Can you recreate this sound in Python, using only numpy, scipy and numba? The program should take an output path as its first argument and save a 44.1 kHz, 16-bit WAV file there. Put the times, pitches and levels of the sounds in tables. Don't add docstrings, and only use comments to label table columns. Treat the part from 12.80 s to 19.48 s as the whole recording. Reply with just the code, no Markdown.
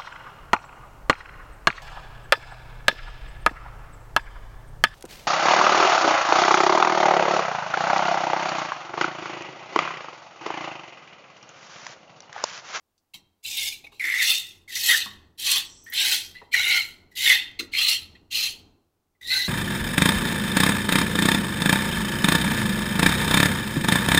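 import sys
import numpy as np
from scipy import signal
from scipy.fft import rfft, irfft, next_fast_len
from scipy.io import wavfile
from numba import njit

SR = 44100
rng = np.random.default_rng(int(sys.argv[2]) if len(sys.argv) > 2 else 0)


def to_wav(sig):
    pcm = np.clip(np.atleast_2d(sig), -1, 1) * 32767
    pcm = np.round(pcm).astype(np.int16)
    wavfile.write(sys.argv[1], SR, pcm.T)


N = 294588


def undb(db):
    return 10 ** (np.asarray(db) / 20)


def unit(x):
    return x / np.sqrt(np.mean(x ** 2) + 1e-18)


def resonate(x, hz, width_hz):
    return signal.lfilter(*signal.iirpeak(hz, hz / width_hz, fs=SR), x)


def resonate_twice(x, hz, width_hz):
    return resonate(resonate(x, hz, width_hz), hz, width_hz)


def band(x, low_hz, high_hz):
    return signal.sosfilt(signal.butter(3, [low_hz, high_hz], "band", fs=SR, output="sos"), x)


def colour(x, points):
    hz, db = np.transpose(points)
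    size = next_fast_len(len(x))
    bins_hz = np.fft.rfftfreq(size, 1 / SR)
    gain = undb(np.interp(np.log(bins_hz + 1), np.log(hz), db))
    return irfft(rfft(x, size) * gain, size)[:len(x)]


def wander(t, rate):
    return np.interp((t - t[0]) * rate, np.arange(2048), rng.standard_normal(2048))


def add(out, start_s, sound):
    i = max(int(start_s * SR), 0)
    out[i:i + len(sound)] += sound[:N - i]


def suppressor(x):
    knee_db, floor_db, lag_s = -50, -23.5, 0.071
    keep = np.exp(-1 / (lag_s * SR))
    loudness = signal.lfilter([1 - keep], [1, -keep], np.abs(x))
    return undb(floor_db) + loudness / np.hypot(loudness, undb(knee_db))


def background(gain):
    # f/Hz, relative level/dB
    rumble_points = [(20, -9), (42, -4.5), (58, -20.5), (86, -2.5), (130, -11.5), (340, -10), (560, -22),
                     (850, -21.5), (1500, -32), (3000, -74.5)]
    hiss_points = [(100, -13.5), (800, -5), (2000, -15.5), (5000, -17), (10000, -19.5), (16000, -17.5)]
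    # t/s, level/dB
    level_points = [(0, -61.5), (1.6, -65), (2.3, -60), (3.0, -61), (5.3, -59), (6.68, -55.5)]
    t = np.arange(N) / SR
    rumble = unit(colour(rng.standard_normal(N), rumble_points))
    hum = undb(-5.5) * unit(resonate_twice(rng.standard_normal(N), 86, 18))
    hiss = undb(-79.5) * unit(colour(rng.standard_normal(N), hiss_points))
    swell = gain * undb(np.interp(t, *np.transpose(level_points)))
    return swell * (undb(1.8) * rumble + hum) + hiss


def ticks():
    # t/s, level/dB, f/Hz
    tick_rows = [(0.179, -64.5, 5000), (3.04, -51.5, 14000), (3.099, -40, 14000), (3.137, -29, 12500)]
    width_hz, fade_s = 3500, .007
    out, t = np.zeros(N), np.arange(4096) / SR
    for start_s, db, hz in tick_rows:
        burst = unit(resonate_twice(rng.standard_normal(len(t)), hz, width_hz))
        add(out, start_s, undb(db) * burst * np.exp(-t / fade_s))
    return out


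def shed(x):
    echo_bands = [(158.1, 1350, 0.51, -7), (1400, 7200, 0.48, -19.5),
                  (4560, 9000, 0.11, -7.5), (9000, 19000, 0.12, -23.5)]
    t, echo = np.arange(SR) / SR, 0
    for low_hz, high_hz, t60_s, db in echo_bands:
        tail = rng.standard_normal(SR) * undb(-60 * t / t60_s) * (t > .008)
        echo = echo + undb(db) * band(tail / np.linalg.norm(tail), low_hz, high_hz)
    return signal.fftconvolve(x, echo)[:N]


def drops(flow, rate, scatter_db):
    n = len(flow)
    lands = rng.random(n) < rate / SR
    sign = np.sign(rng.standard_normal(n))
    return flow * lands * sign * undb(scatter_db * rng.standard_normal(n))


def jet(t):
    clumps = np.abs(drops(np.ones(len(t)), rate=160, scatter_db=0.5))
    splashes = signal.lfilter([1], [1, -np.exp(-1 / (0.0012 * SR))], clumps)
    return 1 + .85 * splashes


def inside(x):
    t, lag = np.arange(len(x)) / SR, np.arange(768) / SR
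    paths = rng.standard_normal((5, len(lag))) * np.exp(-lag / 0.0038)
    paths = paths / np.linalg.norm(paths, axis=1)[:, None]
    shares = np.array([wander(t, rate=22) for _ in paths])
    shares = shares / np.linalg.norm(shares, axis=0)
    echoes = signal.fftconvolve(x[None], paths, axes=1)[:, :len(x)]
    return x + undb(15) * np.sum(echoes * shares, axis=0)


def fizz(flow):
    # f/Hz, relative level/dB
    froth_points = [(1500, -37), (2800, -0.5), (4700, 1), (5300, -1), (6000, 0), (6700, -4), (7700, -2.5),
                    (8800, -7), (10500, -4), (13000, -5), (15500, -10.5)]
    return unit(colour(inside(drops(flow, rate=7000, scatter_db=6.5)), froth_points))


def ring(flow, modes, rate):
    total = 0
    for hz, width_hz, db in modes:
        blows = drops(flow, rate, scatter_db=1.5)
        total = total + undb(db) * unit(resonate(blows, hz, width_hz))
    return total


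@njit
def sweep(x, hz, width_hz):
    y, b, l = np.empty(len(x)), 0., 0.
    for i in range(len(x)):
        g, k = np.tan(np.pi * hz[i] / SR), width_hz[i] / hz[i]
        v = (b + g * (x[i] - l)) / (1 + g * (g + k))
        b, l, y[i] = 2 * v - b, l + 2 * g * v, k * v
    return y


def gurgle(flow, hz, width_hz, rate):
    t = np.arange(len(flow)) / SR
    hz = hz * (1 + 0.038 * wander(t, rate=38))
    width_hz = width_hz * np.ones(len(t))
    blows = drops(flow, rate, scatter_db=2) / np.sqrt(width_hz)
    return unit(sweep(sweep(blows, hz, width_hz), hz, width_hz))


def patter(flow, middle_hz, high_hz, wall_db=0):
    # f/Hz, width/Hz, relative level/dB
    wall_modes = [(2567, 78, 2.5), (3180, 31, 4.2), (3426, 100, 2.6), (4030, 590, 3.6), (4270, 230, 6.1)]
    wall = undb(wall_db) * unit(band(inside(ring(flow, wall_modes, rate=2100)), 1500, 4900))
    middle = gurgle(flow, middle_hz, 350, rate=2000)
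    high = gurgle(flow, high_hz, 220, rate=1200)
    return unit(wall + undb(1) * middle + undb(3) * high)


def crater(flow, hz, width_hz):
    stir = np.sqrt(flow)
    main = gurgle(stir, hz, width_hz, rate=1300)
    scattered = gurgle(stir, hz, 570, rate=900)
    return unit(main + undb(-11.0) * scattered)


def spurts():
    # t/s, fade time constant/s, fizz level/dB, patter level/dB, bubble level/dB, bubble f/Hz
    spurt_rows = [(0.335, 0.018, -40.5, -36.5, -46, 2070), (.644, 0.041, -70, -30, -59, 2420),
                  (.773, 0.023, -37, -21.5, -49, 2300), (.917, 0.025, -37.5, -36, -37, 2360),
                  (1.038, 0.012, -49, -41.5, -35, 2400), (1.063, 0.0066, -49, -61.5, -28.5, 2334),
                  (1.115, 0.067, -59.5, -55, -69, 2330), (1.416, 0.069, -24.5, -25, -27.5, 2034),
                  (1.914, 0.052, -36.5, -38, -52, 1830), (1.948, 0.054, -27, -39.5, -50, 1925),
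                  (2.207, 0.015, -51, -21.5, -47, 1833), (2.71, 0.011, -11.5, -21.5, -54.5, 2050),
                  (3.171, 0.05, -47, -19, -39, 2000), (3.309, 0.038, -21, -23.5, -42.5, 2000),
                  (3.543, 0.043, -60.5, -46, -40.5, 1978), (3.902, 0.045, -42, -19.5, -19, 2142),
                  (4.308, 0.045, -63.5, -72.5, -55.5, 1946), (4.789, 0.013, -27.5, -22, -23.5, 2144),
                  (4.822, 0.018, -46, -58.5, -43.5, 1950), (5.078, 0.025, -17, -25, -45, 2090),
                  (5.348, 0.015, -67.5, -49.5, -45.5, 1960), (6.346, 0.0097, -85, -84, -66, 2060),
                  (6.5, 0.09, -55, -26.5, -36, 1990)]
    attack_s = 0.0088
    out, t = np.zeros(N), np.arange(16384) / SR
    for start_s, fade_s, fizz_db, patter_db, bubble_db, hz in spurt_rows:
        flow = jet(t)
        sound = undb(fizz_db) * fizz(flow)
        sound += undb(patter_db) * patter(flow, 2700, 3950)
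        sound += undb(bubble_db) * crater(flow, hz, 96)
        add(out, start_s, sound * np.minimum(t / attack_s, 1) * np.exp(-t / fade_s))
    return out


def rim(x):
    # f/Hz, width/Hz, level/dB
    rim_modes = [(1439, 6.3, -1.5), (2025, 5.5, -13.5), (2360, 18, -18), (3180, 6, -5), (3610, 27, 1),
                 (4274, 7, -2)]
    return sum(undb(db) * resonate(x, hz, width_hz) for hz, width_hz, db in rim_modes)


def knocks():
    # t/s, level/dB, thud f/Hz, thud decay t60/s, clack level re thud/dB, clack f/Hz
    knock_rows = [(0.34, -59.5, 187, 0.4, 6, 900), (1.04, -57, 454, 0.098, 7.5, 804),
                  (1.12, -60.5, 403.6, 0.6, 9, 950), (1.241, -52.5, 334, 0.34, -3.5, 850),
                  (2.258, -46.5, 205, 0.25, 9.5, 1090), (2.37, -54.5, 75, .5, -31, 849),
                  (2.765, -52, 261, .2, 12.5, 950), (3.614, -47, 443, 0.14, 5.5, 844),
                  (3.762, -41.5, 82, 0.25, -32.5, 863), (4.796, -33, 327, 0.18, -3, 1400),
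                  (4.826, -33, 347, 0.059, -26, 2700), (5.2, -51, 71, 1, -43, 900)]
    attack_s, clack_t60_s = .005, 0.091
    out, t = np.zeros(N), np.arange(16384) / SR
    for start_s, db, hz, t60_s, clack_db, clack_hz in knock_rows:
        thud_noise, clack_noise = rng.standard_normal((2, len(t)))
        rattle = unit(band(thud_noise, 0.67 * hz, 1.3 * hz))
        thud = (np.sin(2 * np.pi * hz * t) + 0.53 * rattle) * undb(-60 * t / t60_s)
        clack = unit(resonate_twice(clack_noise, clack_hz, 450)) * undb(-60 * t / clack_t60_s)
        knock = undb(db) * (thud + undb(clack_db) * clack)
        add(out, start_s, knock * np.minimum(t / attack_s, 1))
    return out


def body(flow):
    # f/Hz, width/Hz, relative level/dB
    body_modes = [(338, 68, 2.5), (851, 90, 7.5)]
    return unit(band(ring(flow, body_modes, rate=1600), 264, 1700))


def squeeze(t, rise_s, hold_s, swell_db, release_db_per_s):
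    rise_curve = 1.18
    closing = np.clip(1 - t / rise_s, 0, 1) ** rise_curve
    return -swell_db * closing - release_db_per_s * np.maximum(t - rise_s - hold_s, 0)


def squirts():
    # patter/dB, whole wall within patter/dB, fizz/dB, fizz drift/(dB/s),
    #   crater/dB, low ring/dB,
    # crater f/Hz, crater width/Hz, low, middle and high ring f/Hz, ring glide/(share/s)
    squirt_rows = [(0.626, .16, 0.093, 17, 208, -33, -5, -33, -18, -37, -58.5, 2317, 130, 1660, 2830, 3540, .15),
                   (1.196, 0.31, 0.013, 39, 159, -19.5, -4.5, -26.5, -6.5, -40, -45, 1980, 263, 1328, 2720, 3597, 0.03),
                   (1.875, 0.21, 0.074, 36.5, 168.5, -21.5, 4.5, -24.5, -37, -34.5, -44, 1913, 205.3, 1370, 3130, 3850, -0.23),
                   (2.574, 0.12, 0.08, 21, 268, -20.5, 8.5, -27.5, -24, -36.5, -43.5, 1930, 560, 1154, 3080, 3640, -0.4),
                   (3.121, 0.088, 0.14, 8.5, 195.5, -23, 1.5, -31, 16, -33.5, -39.5, 2070, 509, 1585, 3010, 4040, 0.43),
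                   (3.712, 0.041, .23, 14, 201, -23.5, -9, -35.5, 5.5, -22.5, -37.5, 2209, 163, 1444, 3016, 4090, 0.04),
                   (4.35, 0.11, 0.094, 17, 195.5, -19, 1.5, -28.5, -57, -25.5, -38, 2083, 170, 1598, 2970, 3830, -0.53),
                   (4.914, 0.078, 0.14, 18, 252, -19, 2, -33.5, 7, -36, -47, 2070, 390, 1210, 2904, 4186, -0.06),
                   (5.502, .06, 0.1, 10.5, 249, -23.5, 3, -33, 0, -44, -55.5, 2044, 382, 1195, 2764, 4240, 0.02),
                   (6.408, 0.12, 0.055, 31, 79, -21.5, -22, -34.5, 1, -30, -36.5, 2045, 91, 1640, 3974, 3970, 0.28)]
    open_s = 0.021
    fizz_follow, crater_follow, low_follow = 1, 1.166, 3.1
    crater_sag_per_s = 0.07
    aim_wobble, aim_wobbles_per_s = 0.022, 11
    out, t = np.zeros(N), np.arange(28672) / SR
    for row in squirt_rows:
        start_s, rise_s, hold_s, swell_db, release_db_per_s = row[:5]
        patter_db, wall_db, fizz_db, fizz_drift, crater_db, low_db = row[5:11]
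        crater_hz, width_hz, low_hz, middle_hz, high_hz, glide = row[11:]
        pressure_db = squeeze(t, rise_s, hold_s, swell_db, release_db_per_s)
        since_top = t - rise_s
        fizz_gain = undb(fizz_db + fizz_follow * pressure_db + fizz_drift * since_top)
        patter_gain = undb(patter_db + pressure_db)
        crater_gain = undb(crater_db + crater_follow * pressure_db)
        low_gain = undb(low_db + low_follow * pressure_db)
        pitch_hz = crater_hz * (1 - crater_sag_per_s * since_top)
        aim = 1 + glide * since_top + aim_wobble * wander(t, aim_wobbles_per_s)
        flow = jet(t)
        sound = undb(3.0) * fizz_gain * fizz(flow)
        sound += undb(-2.0) * patter_gain * patter(flow, aim * middle_hz, aim * high_hz, wall_db)
        sound += crater_gain * crater(flow, pitch_hz, width_hz)
        sound += undb(-0.5) * low_gain * gurgle(flow, low_hz / aim, 120, rate=1200)
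        sound += (undb(-30) * fizz_gain + undb(-15) * low_gain) * body(flow)
        add(out, start_s, np.minimum(t / open_s, 1) * sound)
    return out


def plunges():
    # t/s, length/s, level/dB, settled f/Hz, starting offset/Hz, width/Hz
    plunge_rows = [(1.193, .05, -30, 1970, 399, 262), (1.237, .21, -24.5, 2020, -4, 270.7),
                   (1.876, 0.068, -42.5, 1917, 98, 125.7), (1.957, 0.018, -28, 1954, 5, 118.4),
                   (2.087, 0.059, -16, 1894, -1, 110.4), (3.059, 0.08, -45.5, 1907, -160, 80),
                   (3.119, 0.02, -33.5, 2006, -150, 257), (3.736, 0.011, -17.5, 1966, -1.5, 109),
                   (4.46, .033, -21.5, 1992, -1, 150), (4.491, 0.036, -13, 2018, -4.5, 141.5),
                   (4.933, 0.047, -28.5, 2240, 102, 330), (6.409, 0.022, -43, 2008, 2.5, 79.6),
                   (6.499, 0.078, -34.5, 2000, -7, 90)]
    # multiple of its pitch, width/Hz, level/dB
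    overtone_rows = [(1.759, 262, -18.5), (3.05, 451, -29)]
    attack_s, settle_s, fade_s = .005, .025, .012
    out, t = np.zeros(N), np.arange(16384) / SR
    for start_s, length_s, db, hz, offset_hz, width_hz in plunge_rows:
        gate = np.minimum(t / attack_s, 1) * np.exp(-np.maximum(t - length_s, 0) / fade_s)
        pitch_hz = hz + offset_hz * np.exp(-t / settle_s)
        flow = jet(t)
        sound = crater(flow, pitch_hz, width_hz)
        for multiple, part_width_hz, part_db in overtone_rows:
            sound += undb(part_db) * gurgle(flow, multiple * pitch_hz, part_width_hz, rate=3500)
        sound += undb(-14) * fizz(flow) + undb(-39) * body(flow)
        add(out, start_s, undb(db) * gate * sound)
    return out


def thin_hiss():
    # f/Hz, width/Hz, level/dB
    thin_bands = [(5740, 900, -51), (7800, 890, -54)]
    start_s, attack_s, fade_s = 2.83, .02, .2
    out, t = np.zeros(N), np.arange(16384) / SR
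    hiss = 0
    for hz, width_hz, db in thin_bands:
        hiss = hiss + undb(db) * gurgle(jet(t), np.full(len(t), hz), width_hz, rate=6600)
    add(out, start_s, hiss * np.minimum(t / attack_s, 1) * np.exp(-t / fade_s))
    return out


def scene():
    milk = squirts() + plunges() + spurts()
    near = milk + rim(milk) + knocks() + ticks() + thin_hiss()
    return (near + shed(near) + background(suppressor(near)))[None]


def record(dry):
    top_hz = 15750
    rounded = .9 * np.tanh(dry / .9)
    return signal.sosfilt(signal.ellip(10, .2, 80, top_hz, fs=SR, output="sos"), rounded)


dry = scene()
out = record(dry)
to_wav(out)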